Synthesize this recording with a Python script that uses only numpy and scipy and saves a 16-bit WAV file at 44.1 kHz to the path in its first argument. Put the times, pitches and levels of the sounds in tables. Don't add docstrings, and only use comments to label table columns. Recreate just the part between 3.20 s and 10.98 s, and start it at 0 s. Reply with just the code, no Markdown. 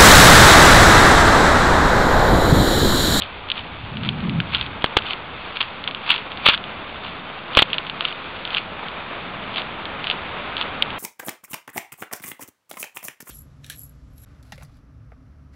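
import sys
import numpy as np
from scipy import signal
from scipy.fft import rfft, irfft, next_fast_len
from scipy.io import wavfile

SR = 44100
rng = np.random.default_rng(int(sys.argv[2]) if len(sys.argv) > 2 else 0)


def decibels_to_gain(level_db):
    exponent = np.asarray(level_db, float) / 20
    return 10 ** exponent


def persist_wave(psi):
    counts = np.round(np.clip(psi, -1, 1) * 32767).astype(np.int16)
    wavfile.write(sys.argv[1], SR, np.atleast_2d(counts).T)


N = 343310

# (time [s], crunch level [dB], swell [ms per 20 dB], fade [ms per 20 dB])
CLUMPS = [(0.023, -32.5, 18, 69), (3.86, -35.5, 29, 80), (0.372, -32, 37, 50), (0.861, -32.5, 43, 59),
          (1.349, -18.5, 31.5, 15.5), (1.41, -30, 84.5, 68), (1.643, -20.5, 3, 12.5), (1.77, -13.5, 2, 15),
          (1.871, -27, 22, 36.5), (1.91, -27, 18, 45.5), (2.368, -29.5, 38, 20.5), (2.409, -21, 8.5, 33.5),
          (2.677, -25, 3.5, 15.5), (2.904, -15, 51, 28.5), (2.925, -18, 29.5, 60.5), (3.261, -5, 5.5, 29.5),
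          (3.288, -11, 43.5, 31.5), (3.34, -17, 55.5, 18), (4.349, -27.5, 35, 57.5), (4.373, -9.5, 4.5, 15),
          (4.391, -8.5, 6.5, 21), (4.426, -13, 10.5, 8.5), (4.542, -35, 86, 33.5), (4.851, -28.5, 57, 15.5),
          (4.884, -30.5, 51, 58), (5.345, -28.5, 69, 9), (5.371, -21, 14, 25), (6.383, -25, 42.5, 38.5),
          (6.9, -27, 86.5, 42), (7.41, -26, 51, 29.5)]


def rms_one(x):
    return x / np.sqrt(np.mean(x ** 2) + 1e-20)


def in_time(rows):
    s, *columns = np.transpose(rows)
    return [np.interp(np.arange(N) / SR, s, column) for column in columns]


def at_hz(points, hz):
    point_hz, point_db = np.transpose(points)
    return np.interp(np.log(hz), np.log(point_hz), point_db)


def coloured(white, spectrum):
    size = next_fast_len(N)
    hz = np.maximum(np.arange(size // 2 + 1) * SR / size, 1)
    nearest_hz = np.clip(hz, spectrum[0][0], spectrum[-1][0])
    gain_db = at_hz(spectrum, hz) - 12 * np.abs(np.log2(hz / nearest_hz))
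    return rms_one(irfft(rfft(white, size) * decibels_to_gain(gain_db), size)[:N])


def noise(spectrum):
    return coloured(rng.standard_normal(N), spectrum)


def band_pass(x, low_hz, high_hz):
    return signal.sosfilt(signal.butter(2, [low_hz, high_hz], "band", fs=SR, output="sos"), x)


def drift(rate_hz):
    hop = 40
    settle = 2000
    pole = np.exp(-2 * hop * np.pi * rate_hz / SR)
    white = rng.standard_normal(N // hop + settle + 2)
    slow = signal.lfilter([1], [1, -2 * pole, pole * pole], white)[settle:]
    return np.interp(np.arange(N) / hop, np.arange(len(slow)), rms_one(slow))


def add(out, s, shape):
    at = round(s * SR) - len(shape) // 2 + np.arange(len(shape))
    inside = (at >= 0) & (at < N)
    out[at[inside]] += shape[inside]


def river(flicker_db):
    # (time [s], hiss level [dB])
    nearness = [
        (0.0, -37),
        (0.9, -37),
        (1.85, -33.5),
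        (2.1, -36),
        (3.4, -34.5),
        (4.5, -35),
        (6.3, -32.5),
        (7.78, -30.5),
    ]
    # (time [s], level [dB])
    breeze = [(0.0, -44), (0.69, -41.5), (1.0, -40), (1.43, -36), (1.6, -47.5), (2.1, -45.5), (2.62, -52.5),
              (3.25, -48.5), (4.5, -52.5), (6.3, -48.5), (7.78, -46)]
    # (frequency [Hz], density [dB per Hz])
    hiss_spectrum = [(150, -16), (300, -6), (600, -3), (900, -2.5), (1300, -2), (1800, -7.5), (2400, -7),
                     (3000, -9.5), (3700, -12), (4300, -31), (5000, -25)]
    # (frequency [Hz], density [dB per Hz])
    rumble_spectrum = [(80, -24.5), (120, -3), (160, -2), (200, 0), (280, -5), (450, -18.5)]
    # (frequency [Hz], density [dB per Hz])
    air_spectrum = [(20, -7), (40, -3.5), (70, 1.5), (100, 1.5), (140, -11), (220, -23.5)]
    rumble_mean_db, rumble_follows, buffeting_db = -44, 1, -10

    hiss_db, = in_time(nearness)
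    air_db, = in_time(breeze)
    hiss = decibels_to_gain(hiss_db + flicker_db * drift(18)) * noise(hiss_spectrum)
    rumble_db = rumble_mean_db + rumble_follows * (hiss_db - hiss_db.mean()) + 1.5 * drift(2.4)
    low = decibels_to_gain(rumble_db) + decibels_to_gain(gust_level_db() + buffeting_db)
    rumble = low * noise(rumble_spectrum)
    air = decibels_to_gain(air_db + 2.0 * drift(7.9)) * noise(air_spectrum)
    return hiss + rumble + air


def crunch(breaks_per_s, size_db, clump_db):
    # (frequency [Hz], density [dB per Hz])
    litter_spectrum = [(300, -35), (900, -8.5), (1270, -7), (1900, -11.5), (2300, -5), (2600, -4),
                       (3000, -8), (3500, -5), (4000, -13.5), (4600, -16)]
    rustle_db, rustle_wander_db = -41, 1

    pressed, ms = np.zeros(N), np.arange(-8000, 8001) * 1000 / SR
    for s, crunch_db, swell_ms, fade_ms in CLUMPS:
        slope_ms = np.where(ms < 0, swell_ms, fade_ms)
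        add(pressed, s, decibels_to_gain(crunch_db - 20 * np.abs(ms) / slope_ms))
    sizes = decibels_to_gain(size_db * np.minimum(rng.exponential(1, N), 4)) * rng.choice([-1, 1], N)
    born = rng.random(N) < breaks_per_s / SR
    rustle = decibels_to_gain(rustle_db + rustle_wander_db * drift(3))
    load = rustle + pressed * decibels_to_gain(clump_db * drift(80) - 4.0)
    return load * coloured(sizes * born, litter_spectrum)


def breaks():
    # (time [s], peak level [dB], dull part relative to peak [dB])
    stalks = [(0.0216, -8.5, -24), (0.3017, -8, -20), (0.3174, -6, -24), (0.8903, -5, -25),
              (1.2027, -7.5, -8.5), (1.3485, -1.5, -18), (1.6439, -5, -4.5), (1.7684, -4.5, -8.5),
              (1.7714, -1, -16), (2.4086, -6, -32), (2.9054, 1.5, -10.5), (2.917, -2, -34),
              (3.2605, 2, -14.5), (3.2649, 0.5, -16), (3.2877, -2.5, -10), (3.2948, 0, -16),
              (3.3414, -12.5, -2), (4.372, 3.5, -6), (4.391, 6.5, -14), (4.3957, -1.5, -17.5),
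              (4.426, -1, -19), (4.532, -3, -27), (4.5832, -5, -22), (4.8085, -8.5, -7), (4.8525, -6, -16),
              (5.3479, -5, -29), (5.374, -11, -15), (6.9125, -6, -27), (7.413, -8.5, -11), (7.624, 3, -38)]
    # (time [s], peak level [dB])
    stems = [(0.379, -15.5), (0.7709, -17), (1.096, -14.5), (1.369, -17), (1.6612, -16), (1.788, -9),
             (1.8223, -16), (1.8671, -17), (1.9071, -14.5), (1.9338, -12.5), (2.6409, -15), (2.6775, -20),
             (2.7113, -17), (2.7483, -13), (2.9625, -11), (2.98, -15.5), (3.1739, -17), (3.4407, -17.5),
             (3.8475, -21), (4.3511, -8), (4.543, -13), (4.668, -17.5), (4.6984, -12), (5.2524, -13.5),
             (5.3824, -7.5), (6.3604, -12.5), (6.3817, -11.5), (6.8708, -10), (6.9006, -7), (7.3683, -10.5)]
    # (time [s], peak level [dB])
    more_stems = [(0.2881, -19.5), (0.3935, -19), (0.408, -26.5), (0.8344, -19), (1.0056, -24), (1.3214, -23),
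                  (1.3833, -17.5), (1.4267, -22), (1.464, -20), (1.6228, -18), (2.8933, -9.5), (3.1189, -19.5),
                  (3.269, -6), (3.298, 0), (3.377, -16), (4.19, -26), (4.3342, -19), (4.377, -1), (4.5029, -19),
                  (4.8853, -16.5), (4.9264, -19), (5.276, -17), (5.3057, -15), (5.685, -18.5), (6.3418, -21),
                  (6.419, -17.5), (6.6553, -16.5), (6.8429, -12), (7.3806, -14), (7.705, -17)]
    blade_db, blade_spread_db = 11, 4.5
    blade_reach = .65
    thin_dull_db, thin_dull_spread_db = -15.5, 3

    shape = (len(CLUMPS), 6)
    where = rng.uniform(-1, 1, shape) * blade_reach
    s, crunch_db, swell_ms, fade_ms = np.transpose(CLUMPS)[:, :, None]
    blade_s = s + where * np.where(where < 0, swell_ms, fade_ms) / 1000
    peak_db = crunch_db + blade_db - 20 * np.abs(where) + blade_spread_db * rng.standard_normal(shape)
    blades = np.c_[blade_s.ravel(), np.minimum(peak_db.ravel(), -5)]
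    thin = np.vstack([stems, more_stems, blades])
    dull_db = thin_dull_db + thin_dull_spread_db * rng.standard_normal(len(thin))
    return np.vstack([stalks, np.c_[thin, dull_db]])


def burst(t, hz, rise_ms, fall_ms, phase):
    spread_s = np.where(t < 0, rise_ms, fall_ms) / 1000
    return np.exp(-.5 * (t / spread_s) ** 2) * np.cos(2 * np.pi * hz * t + phase)


def snaps(rise_ms, fall_ms, dull_hz, after_db, after_ms):
    ring_hz, ring_spread_hz = 3070, 220
    crack_hz, crack_db = 4300, -12.5
    echo_ms, echo_db = 3.7, -13

    out, t = np.zeros(N), np.arange(-700, 701) / SR
    rows = breaks()
    chance = rng.random((len(rows), 4))
    splinters = band_pass(rng.standard_normal((len(rows), len(t))), 2200, 3800)
    fade = decibels_to_gain(after_db) * (t > 0) * np.exp(-1000 * np.abs(t) / after_ms)
    tails = fade * splinters / splinters.std()
    for (s, peak_db, dull_db), (a, b, c, d), tail in zip(rows, chance, tails):
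        phase_a, phase_b, phase_c = 2 * np.pi * a, 2 * np.pi * b, 2 * np.pi * c
        ring = burst(t, ring_hz + ring_spread_hz * (2 * d - 1), rise_ms, fall_ms, phase_a)
        crack = decibels_to_gain(crack_db) * burst(t, crack_hz, 0.19, 0.3, phase_b)
        echo = decibels_to_gain(echo_db) * burst(t - echo_ms / 1000, ring_hz, rise_ms, fall_ms, phase_c)
        knock = decibels_to_gain(dull_db - 1.5) * burst(t - .0004, dull_hz * (0.94 + 0.35 * c), 0.66, 0.94, phase_b)
        add(out, s, decibels_to_gain(peak_db + 1.5) * (ring + crack + echo + tail + knock))
    return out


def gust_level_db():
    # (time [s], level [dB])
    gust_points = [
        (0.45, -44),
        (0.668, -36.5),
        (0.76, -28),
        (0.914, -22.5),
        (0.99, -25),
        (1.04, -21.5),
        (1.203, -23),
        (1.27, -35),
        (1.501, -35),
    ]
    return in_time([(0, -73), (.25, -72.5), *gust_points, (1.8, -88)])[0]


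def gust(octaves, lump_db):
    level_db = gust_level_db()
    centre_hz = np.maximum(155.7 + 3 * (level_db + 22), 60)
    white, flutter = rng.standard_normal((2, N)), 0
    edges_hz = 35 * 2 ** np.arange(0, 4.1, 1 / 3)
    for k, (low_hz, high_hz) in enumerate(zip(edges_hz, edges_hz[1:])):
        band = rms_one(band_pass(white[k % 2], low_hz, high_hz))
        distance = np.log2(np.sqrt(low_hz * high_hz) / centre_hz) / octaves
        flutter = flutter + band * np.exp(-.5 * distance ** 2)
    return decibels_to_gain(level_db - 6.0 + lump_db * drift(9.9)) * flutter


def overload_pops():
    # (time [s], depth [full scale], length [ms])
    pop_table = [
        (1.6434, 1.25, 0.31),
        (1.7695, 1, 0.38),
        (1.7719, 1.3, 0.23),
        (3.2877, 1.25, 0.32),
        (4.3713, 1.1, 0.27),
        (4.3731, 0.71, 0.42),
        (4.3749, 2.1, 0.38),
        (4.3941, 1.0, 0.19),
        (4.4226, 1.6, 0.32),
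    ]
    pops, t = np.zeros(N), np.arange(-100, 101) / SR
    for s, depth, length_ms in pop_table:
        add(pops, s, -depth * np.exp(-(2000 * t / length_ms) ** 4))
    return pops


def scene():
    stems = snaps(rise_ms=.2, fall_ms=.4, dull_hz=1210, after_db=-18, after_ms=3.5)
    litter = crunch(breaks_per_s=3500, size_db=3.6, clump_db=2.8)
    return (stems + litter + river(flicker_db=1.02) + gust(octaves=0.42, lump_db=2.5))[None]


def low_pass(x):
    return signal.sosfilt(signal.butter(12, 15800, fs=SR, output="sos"), x)


def record(dry):
    rail, band_stop_hz, offset, grain_db = .9, 5645, .0027, -92
    dry = dry - 0.26 * signal.lfilter(*signal.iirpeak(3980, 9.0, fs=SR), dry)
    pops = overload_pops()
    drive = dry / rail
    limited = rail * np.tanh(drive + drive ** 3 / 3)
    popped = limited * (1 - np.clip(-pops, 0, 1) * .8) + pops
    edge = signal.cheby2(8, 42, band_stop_hz, fs=SR, output="sos")
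    grain = decibels_to_gain(grain_db) * rng.standard_normal(dry.shape)
    held = np.clip(signal.sosfiltfilt(edge, popped) + offset + grain, -.97, .99)
    return low_pass(held)


dry = scene()
out = record(dry)
persist_wave(out)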